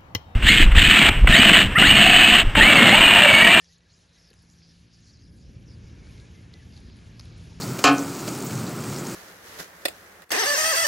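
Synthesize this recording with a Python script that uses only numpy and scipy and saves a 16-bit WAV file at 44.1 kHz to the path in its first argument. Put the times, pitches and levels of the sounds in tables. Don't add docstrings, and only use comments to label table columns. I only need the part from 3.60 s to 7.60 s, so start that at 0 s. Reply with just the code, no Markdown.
import sys
import numpy as np
from scipy import signal
from scipy.fft import rfft, irfft
from scipy.io import wavfile
from scipy.ndimage import uniform_filter1d

SR = 44100
rng = np.random.default_rng(int(sys.argv[2]) if len(sys.argv) > 2 else 0)


def wav_out(sig):
    wavfile.write(sys.argv[1], SR, np.round(np.clip(np.atleast_2d(sig).T, -1, 1) * 32767).astype(np.int16))


def voltage_ratio(decibels):
    exponent = np.asarray(decibels, float) / 20
    return 10 ** exponent


N = 176400
T = np.arange(N) / SR
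HZ = np.fft.rfftfreq(N, 1 / SR)


def on_hz(table):
    f, v = np.array(table, float).T
    return np.interp(np.log(HZ + 1), np.log(f), v)


def curve(table, column):
    a = np.array(table, float)
    return np.interp(T, a[:, 0], a[:, column])


def colour(x, table):
    lo, hi = table[0][0], table[-1][0]
    ends = np.sqrt(1 + (lo / (HZ + 1)) ** 8 + (HZ / hi) ** 8)
    y = irfft(rfft(x) * voltage_ratio(on_hz(table)) / ends, N)
    return y / np.std(y)


def walk(rate_hz):
    k = int(SR / rate_hz)
    steps = np.repeat(rng.standard_normal(N // k + 3), k)
    return 1.529 * uniform_filter1d(uniform_filter1d(steps, k), k)[k:k + N]


def patchy(table, flicker_db, rate_hz):
    spectrum = rfft(colour(rng.standard_normal(N), table))
    half_octave = 2 * np.log2(HZ + 1)
    out = np.zeros(N)
    for k in range(15, 29):
        is_top = k > 25
        depth_db = flicker_db - 0.2 * is_top
        band = irfft(spectrum * np.clip(1 - abs(half_octave - k), 0, 1), N)
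        out += band * voltage_ratio(depth_db * walk(rate_hz * (1 + is_top)))
    return out / np.std(out)


def add(out, start_s, x):
    i = int(max(start_s, 0) * SR)
    out[i:i + len(x)] += x[:N - i]


def note(length_s, hz0, hz1, rough, blur_hz):
    n = int(length_s * SR)
    wobble = uniform_filter1d(rng.standard_normal((2, 8192)), max(int(SR / blur_hz), 1))[:, :n]
    wobble = wobble / np.std(wobble)
    tone = np.exp(2j * np.pi * np.cumsum(np.linspace(hz0, hz1, n)) / SR)
    voice = np.real(tone * (1 - rough + rough * (wobble[0] + 1j * wobble[1])))
    return voice * np.sin(np.pi * np.arange(n) / n) ** .5


def crowd(count, centre_hz, octaves, longest_s, rough, blur_hz):
    out = np.zeros(N)
    for when, pitch, glide, length, loud in rng.random((count, 5)):
        hz = centre_hz * 2 ** (octaves * (pitch - .55))
        end_hz = hz * (1 + octaves * 0.316 * (glide - .55))
        add(out, 4 * when, note(.008 + longest_s * length, hz, end_hz, rough, blur_hz) * voltage_ratio(3.3 * loud))
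    return out / np.std(out)


def tick(hz, cycles):
    t = np.arange(400) / SR
    grit = uniform_filter1d(rng.standard_normal((2, 400)), max(int(SR / hz), 1)) * np.sqrt(SR / hz)
    ring = np.imag(np.exp(2j * np.pi * hz * t) * (1 + 0.4 * (grit[0] + 1j * grit[1])))
    rise = np.minimum(t * hz / 1.8, 1) ** 2
    return np.exp(-t * hz / cycles) * rise * ring * 1.74


# t/s, wing stroke level/dB, feather rush level/dB, chatter level/dB
FLOCK_LEVELS = [(0, -69, -77.5, -65.5), (.14, -65, -78.5, -64), (.2, -64.5, -76.5, -71),
                (.5, -63, -75.5, -68.5), (.62, -62.5, -75, -66), (.8, -57.5, -75, -68),
                (1.35, -56, -77, -68), (1.5, -54, -76, -67), (1.7, -46.5, -77.5, -66.5),
                (1.9, -44, -74, -69.5), (2.1, -44, -71, -69.5), (2.45, -44, -66.5, -64.5),
                (2.8, -46, -68.5, -66), (3.1, -46, -69, -64.5), (3.3, -43, -68.5, -64),
                (3.55, -46.5, -67.5, -64), (3.7, -44.5, -66, -62.5), (4, -44, -65.5, -62)]
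# f/Hz, level/dB (per Hz)
STROKE_SPECTRUM = [(32, -13), (48, -2), (80, 2.5), (130, -4), (250, -12.5), (400, -20.5), (560, -30),
                   (900, -74.5)]
# f/Hz, level/dB (per Hz)
RUSH_SPECTRUM = [(400, 10), (800, 1), (1300, -1), (1650, 1.5), (1900, -1), (2250, 2), (3000, 0),
                 (12500, -19)]


def wings():
    beats_per_s, groups, stroke_s = 14, 60, 0.011
    beat = np.zeros(N)
    for rate, phase, size in rng.random((groups, 3)):
        at_s = (np.arange(100) + phase) / (beats_per_s * (0.95 + .5 * rate))
        at = (at_s * SR).astype(int)
        beat[at[at < N]] += voltage_ratio(5.5 * size) ** 2
    k = int(stroke_s * SR)
    puffs = np.sqrt(uniform_filter1d(uniform_filter1d(beat, k), k) / np.mean(beat))
    gusts = voltage_ratio(0.6 * walk(7.06))
    roar = colour(puffs * rng.standard_normal(N), STROKE_SPECTRUM) * gusts
    rush = patchy(RUSH_SPECTRUM, 1.0, 9) * puffs ** 0.29
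    return roar * voltage_ratio(curve(FLOCK_LEVELS, 1) - 1.5) + rush * voltage_ratio(curve(FLOCK_LEVELS, 2) + 6.5)


def chatter():
    thinning = voltage_ratio(-4 - 5.7 * np.clip(T - 2.1, 0, 1))
    high = thinning * crowd(360, 5000, .9, 0.027, 0.6, 700)
    alarm = 0.25 + 2 * np.exp(-((T - 2.42) / .33) ** 2)
    calm_whistles = crowd(180, 1730, 0.209, 0.031, 0.19, 110)
    alarm_whistles = alarm * crowd(360, 2270, 0.197, 0.04, 0.44, 150)
    low = voltage_ratio(-12.5) * (calm_whistles + alarm_whistles)
    return (high + low) * voltage_ratio(curve(FLOCK_LEVELS, 3))


# f/Hz, level/dB (per Hz)
FAR_VOICE_SPECTRUM = [(1200, -26.5), (1700, -7.5), (2000, -9.5), (3200, -5.5), (5000, -0.5), (6500, -4),
                      (9000, -6), (12500, -15)]


def far_voices():
    flicker = voltage_ratio(1.1 * walk(11))
    return patchy(FAR_VOICE_SPECTRUM, 3.17, 10) * flicker * voltage_ratio(curve(FLOCK_LEVELS, 3) + 0.1)


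# start t/s, length t/s, start f/Hz, end f/Hz, level/dB
NEAR_CALLS = [(0.063, 0.11, 4900, 4470, -64), (0.088, 0.075, 6000, 6280, -64),
              (0.28, 0.062, 4220, 4690, -63.5), (0.317, 0.066, 7000, 6460, -67),
              (0.54, 0.041, 4200, 4050, -64), (0.576, 0.14, 5500, 4740, -60),
              (0.753, .08, 5000, 5060, -65.5), (0.895, 0.0058, 7000, 5740, -61),
              (0.9, 0.036, 6800, 6860, -62.5), (0.944, 0.066, 5800, 5600, -63),
              (1.017, 0.048, 5100, 4680, -58), (1.075, 0.049, 5300, 5270, -62),
              (1.306, 0.082, 5100, 4840, -61), (1.447, 0.04, 5000, 4550, -64),
              (1.47, 0.04, 4400, 4490, -58), (1.526, 0.033, 5400, 4810, -57),
              (1.562, .14, 4200, 5560, -62.5), (1.797, 0.085, 4800, 5420, -63.5),
              (2.051, .035, 5900, 5250, -63.5), (2.075, 0.085, 5350, 4570, -58),
              (3.12, .03, 5170, 4250, -58), (3.155, 0.037, 4600, 3950, -56.5)]


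def near_calls():
    out = np.zeros(N)
    for start, length, hz0, hz1, db in NEAR_CALLS:
        add(out, start, note(length, hz0, hz1, 1.0, 700) * voltage_ratio(db - 5.5))
        for at, off, slope in rng.random((12, 3)):
            hz = (hz0 + (hz1 - hz0) * at) * (1 + 0.25 * (off - .5))
            syllable = note(0.011, hz * (1 + 0.11 * slope), hz * (1 - 0.12 * slope), 0.33, 400)
            gain = voltage_ratio(db - 5.0 + 2.5 * slope) * np.sqrt(length / 0.063)
            add(out, start + at * length, syllable * gain)
    return out


# start t/s, length t/s, start f/Hz, end f/Hz, level/dB
CLEAR_WHISTLES = [(0, 0.049, 1770, 1844, -70), (.09, 0.036, 1850, 2000, -74),
                  (0.155, 0.04, 1960, 1800, -79), (.205, 0.039, 1970, 1950, -76),
                  (.25, 0.037, 1650, 1720, -79), (.55, 0.044, 2030, 1950, -77), (.8, .04, 1720, 1740, -83),
                  (.86, 0.062, 1740, 1800, -86), (1.09, 0.077, 1750, 1700, -83),
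                  (1.39, .07, 1810, 1700, -88), (1.54, 0.045, 1650, 1750, -77),
                  (1.64, 0.12, 1660, 1716, -79), (2.09, .04, 2250, 2280, -75),
                  (2.24, 0.084, 2230, 2220, -73), (2.37, .07, 2200, 2150, -77),
                  (2.46, .03, 1560, 1600, -67), (2.48, .03, 2500, 2467, -69),
                  (2.49, 0.043, 2260, 2226, -69), (2.555, 0.041, 2170, 2110, -67.5),
                  (2.6, 0.053, 1600, 1705, -65), (2.64, .06, 2400, 2460, -68),
                  (2.735, 0.076, 2050, 2090, -68), (2.924, 0.057, 2015, 1990, -66),
                  (2.99, 0.035, 2000, 1925, -65.5), (3.0, 0.053, 1760, 1710, -69),
                  (3.16, 0.05, 823, 800, -68), (3.91, 0.026, 933, 830, -66.5)]


def whistles():
    out = np.zeros(N)
    for start, length, hz0, hz1, db in CLEAR_WHISTLES:
        add(out, start, note(length, hz0, hz1, 0.3, 150) * voltage_ratio(db + 5.5))
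    return out


# t/s, peak level/dB, ring f/Hz, ring length [cycles]
HAND_TICKS = [(.563, -65, 10000, 9), (0.686, -66, 11500, 7.9), (0.704, -57, 11000, 14),
              (0.7046, -47, 4100, 2.3), (.71, -45, 413, 1.4), (0.731, -51, 2600, 3.2),
              (0.732, -54, 7200, 6.6), (.739, -47, 1780, 1.3), (.7392, -54.5, 10000, 9.2),
              (0.738, -49, 6700, 3.5), (0.823, -62, 11200, 15), (.828, -62.5, 10000, 18),
              (.9, -53, 5700, 6.1), (1.019, -46, 2460, 1.4), (2.471, -42, 1600, 1.4),
              (2.471, -45, 4480, 2.3), (2.6, -39.5, 4130, 1.7), (2.936, -49, 3470, 3.5),
              (2.9385, -54, 7100, 1.6), (2.9388, -68, 10600, 10), (2.9394, -38, 4200, 2.7),
              (3.166, -44.5, 3860, 3), (3.173, -57, 10200, 9.2), (3.176, -38, 4730, 2),
              (3.203, -57, 10700, 11), (3.299, -45.5, 3007, 2), (3.36, -52, 3700, 1.98),
              (3.366, -59, 10300, 17), (3.389, -47, 4204, 2), (3.4756, -54, 4300, 2.6),
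              (3.5946, -51, 10200, 5), (3.5957, -33.5, 5300, 3.6), (3.5966, -44, 1194, 1.5),
              (3.5992, -33, 4550, 2.7), (3.6025, -53, 10800, 6.9), (3.6097, -40, 5170, 3.1),
              (3.615, -49, 3000, 2), (3.652, -61, 10450, 28), (3.656, -42, 4030, 2.4),
              (3.658, -50, 2480, 2.5), (3.779, -58, 10500, 15), (3.844, -51, 3500, 2),
              (3.851, -65, 10500, 15), (3.909, -51, 4304, 1.8), (3.931, -40, 5000, 1.6),
              (3.99, -44, 2500, 1.6)]


def hand_ticks():
    out = np.zeros(N)
    for start, db, hz, cycles in HAND_TICKS:
        add(out, start, tick(hz, cycles) * voltage_ratio(db))
    return out


def grass_crackle():
    out = np.zeros(N)
    for when, pitch, rarity in rng.random((200, 3)):
        level_db = -63.5 - 4.8 * np.log(rarity + 0.011)
        add(out, 4 * when, tick(3000 * 4 ** pitch, 1.9) * voltage_ratio(level_db))
    return out


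# t/s, firing f/Hz, level/dB, extra load level/dB
ENGINE_RUN = [
    (0, 57.27, -63.5, -28),
    (.5, 57.41, -68.5, -5.5),
    (1, 57, -59, -14),
    (1.35, 57.12, -64, 0),
    (2, 56.38, -60, 2.5),
    (3, 56.59, -59.5, 1),
    (3.6, 56.07, -63, 8.5),
    (4, 56.6, -48, -13),
]
# multiple of firing f, level/dB, share of the load [0-1]
ENGINE_ORDERS = [(2, 2, 0.98), (3, 0.5, 0.042), (4, -7, 1), (5, -9.5, 0.65), (6, -15, 0.97)]


def engine():
    firing_hz = curve(ENGINE_RUN, 1) * (1 + 0.00888 * walk(9))
    phase = 2 * np.pi * np.cumsum(firing_hz) / SR
    level_db, load_db = curve(ENGINE_RUN, 2), curve(ENGINE_RUN, 3)
    out = np.zeros(N)
    for multiple, db, share in ENGINE_ORDERS:
        out += np.sin(multiple * phase) * voltage_ratio(2.5 + db + level_db + share * load_db + 1.85 * walk(9))
    return out


# f/Hz, right port's lead [turns]
PORT_LEAD = [(200, 0), (1500, .08), (2150, 0), (6750, 0), (7700, .5), (9000, .5), (10400, 1), (12000, 1)]
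# f/Hz, level/dB
PORT_DIFFUSE = [(50, -30), (170, -12.5), (350, -11.5), (700, -3), (1700, -2.5), (2000, -5.5)]
# f/Hz, left minus right level/dB
PORT_TILT = [(700, 0), (1500, 5), (2150, 0), (12000, 0)]


def scene():
    turn = voltage_ratio(on_hz(PORT_TILT) / 2) * np.exp(-1j * np.pi * on_hz(PORT_LEAD))
    top = 1 / (1 + (HZ / 12050) ** 60)
    near = rfft(near_calls() + whistles() + hand_ticks() + grass_crackle())
    shared = (rfft(wings() + far_voices() + chatter() + engine()) + near) * top
    low = 1 / (1 + (HZ / 2150) ** 30)
    diffuse = voltage_ratio(on_hz(PORT_DIFFUSE)) * low + voltage_ratio(-26) * (1 - low)
    apart = (rfft(wings() + far_voices()) * diffuse + near * voltage_ratio(-26.5)) * top
    left, right = (shared + apart) * turn, (shared - apart) / turn
    return np.array([irfft(left, N), irfft(right, N)])


def low_pass(x):
    return signal.sosfilt(signal.butter(12, 12510, fs=SR, output="sos"), x)


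def record(dry):
    lead_in = 648
    pair = np.array([[.5, .5], [.5, -.5]])
    mid_side = pair @ np.pad(dry, ((0, 0), (lead_in, 0)))
    hz, _, z = signal.stft(mid_side, SR, "cosine", 2048, 1024)
    power = uniform_filter1d(abs(z) ** 2, 4, axis=1)
    floor = np.median(power[0][(hz > 10000) & (hz < 11000)], axis=0) * voltage_ratio(-4)
    scatter = np.repeat(rng.standard_normal((65, len(floor))), 16, axis=0)[:len(hz)]
    floor = signal.medfilt(np.pad(floor, 4, "edge"), 9)[4:-4] * voltage_ratio(5 * scatter)
    keep = (power > floor) | (hz[:, None] < 2200)
    kept = signal.istft(z * keep, SR, "cosine", 2048, 1024)[1]
    return low_pass(2 * pair @ kept[:, lead_in:lead_in + N])


dry = scene()
out = record(dry)
wav_out(out)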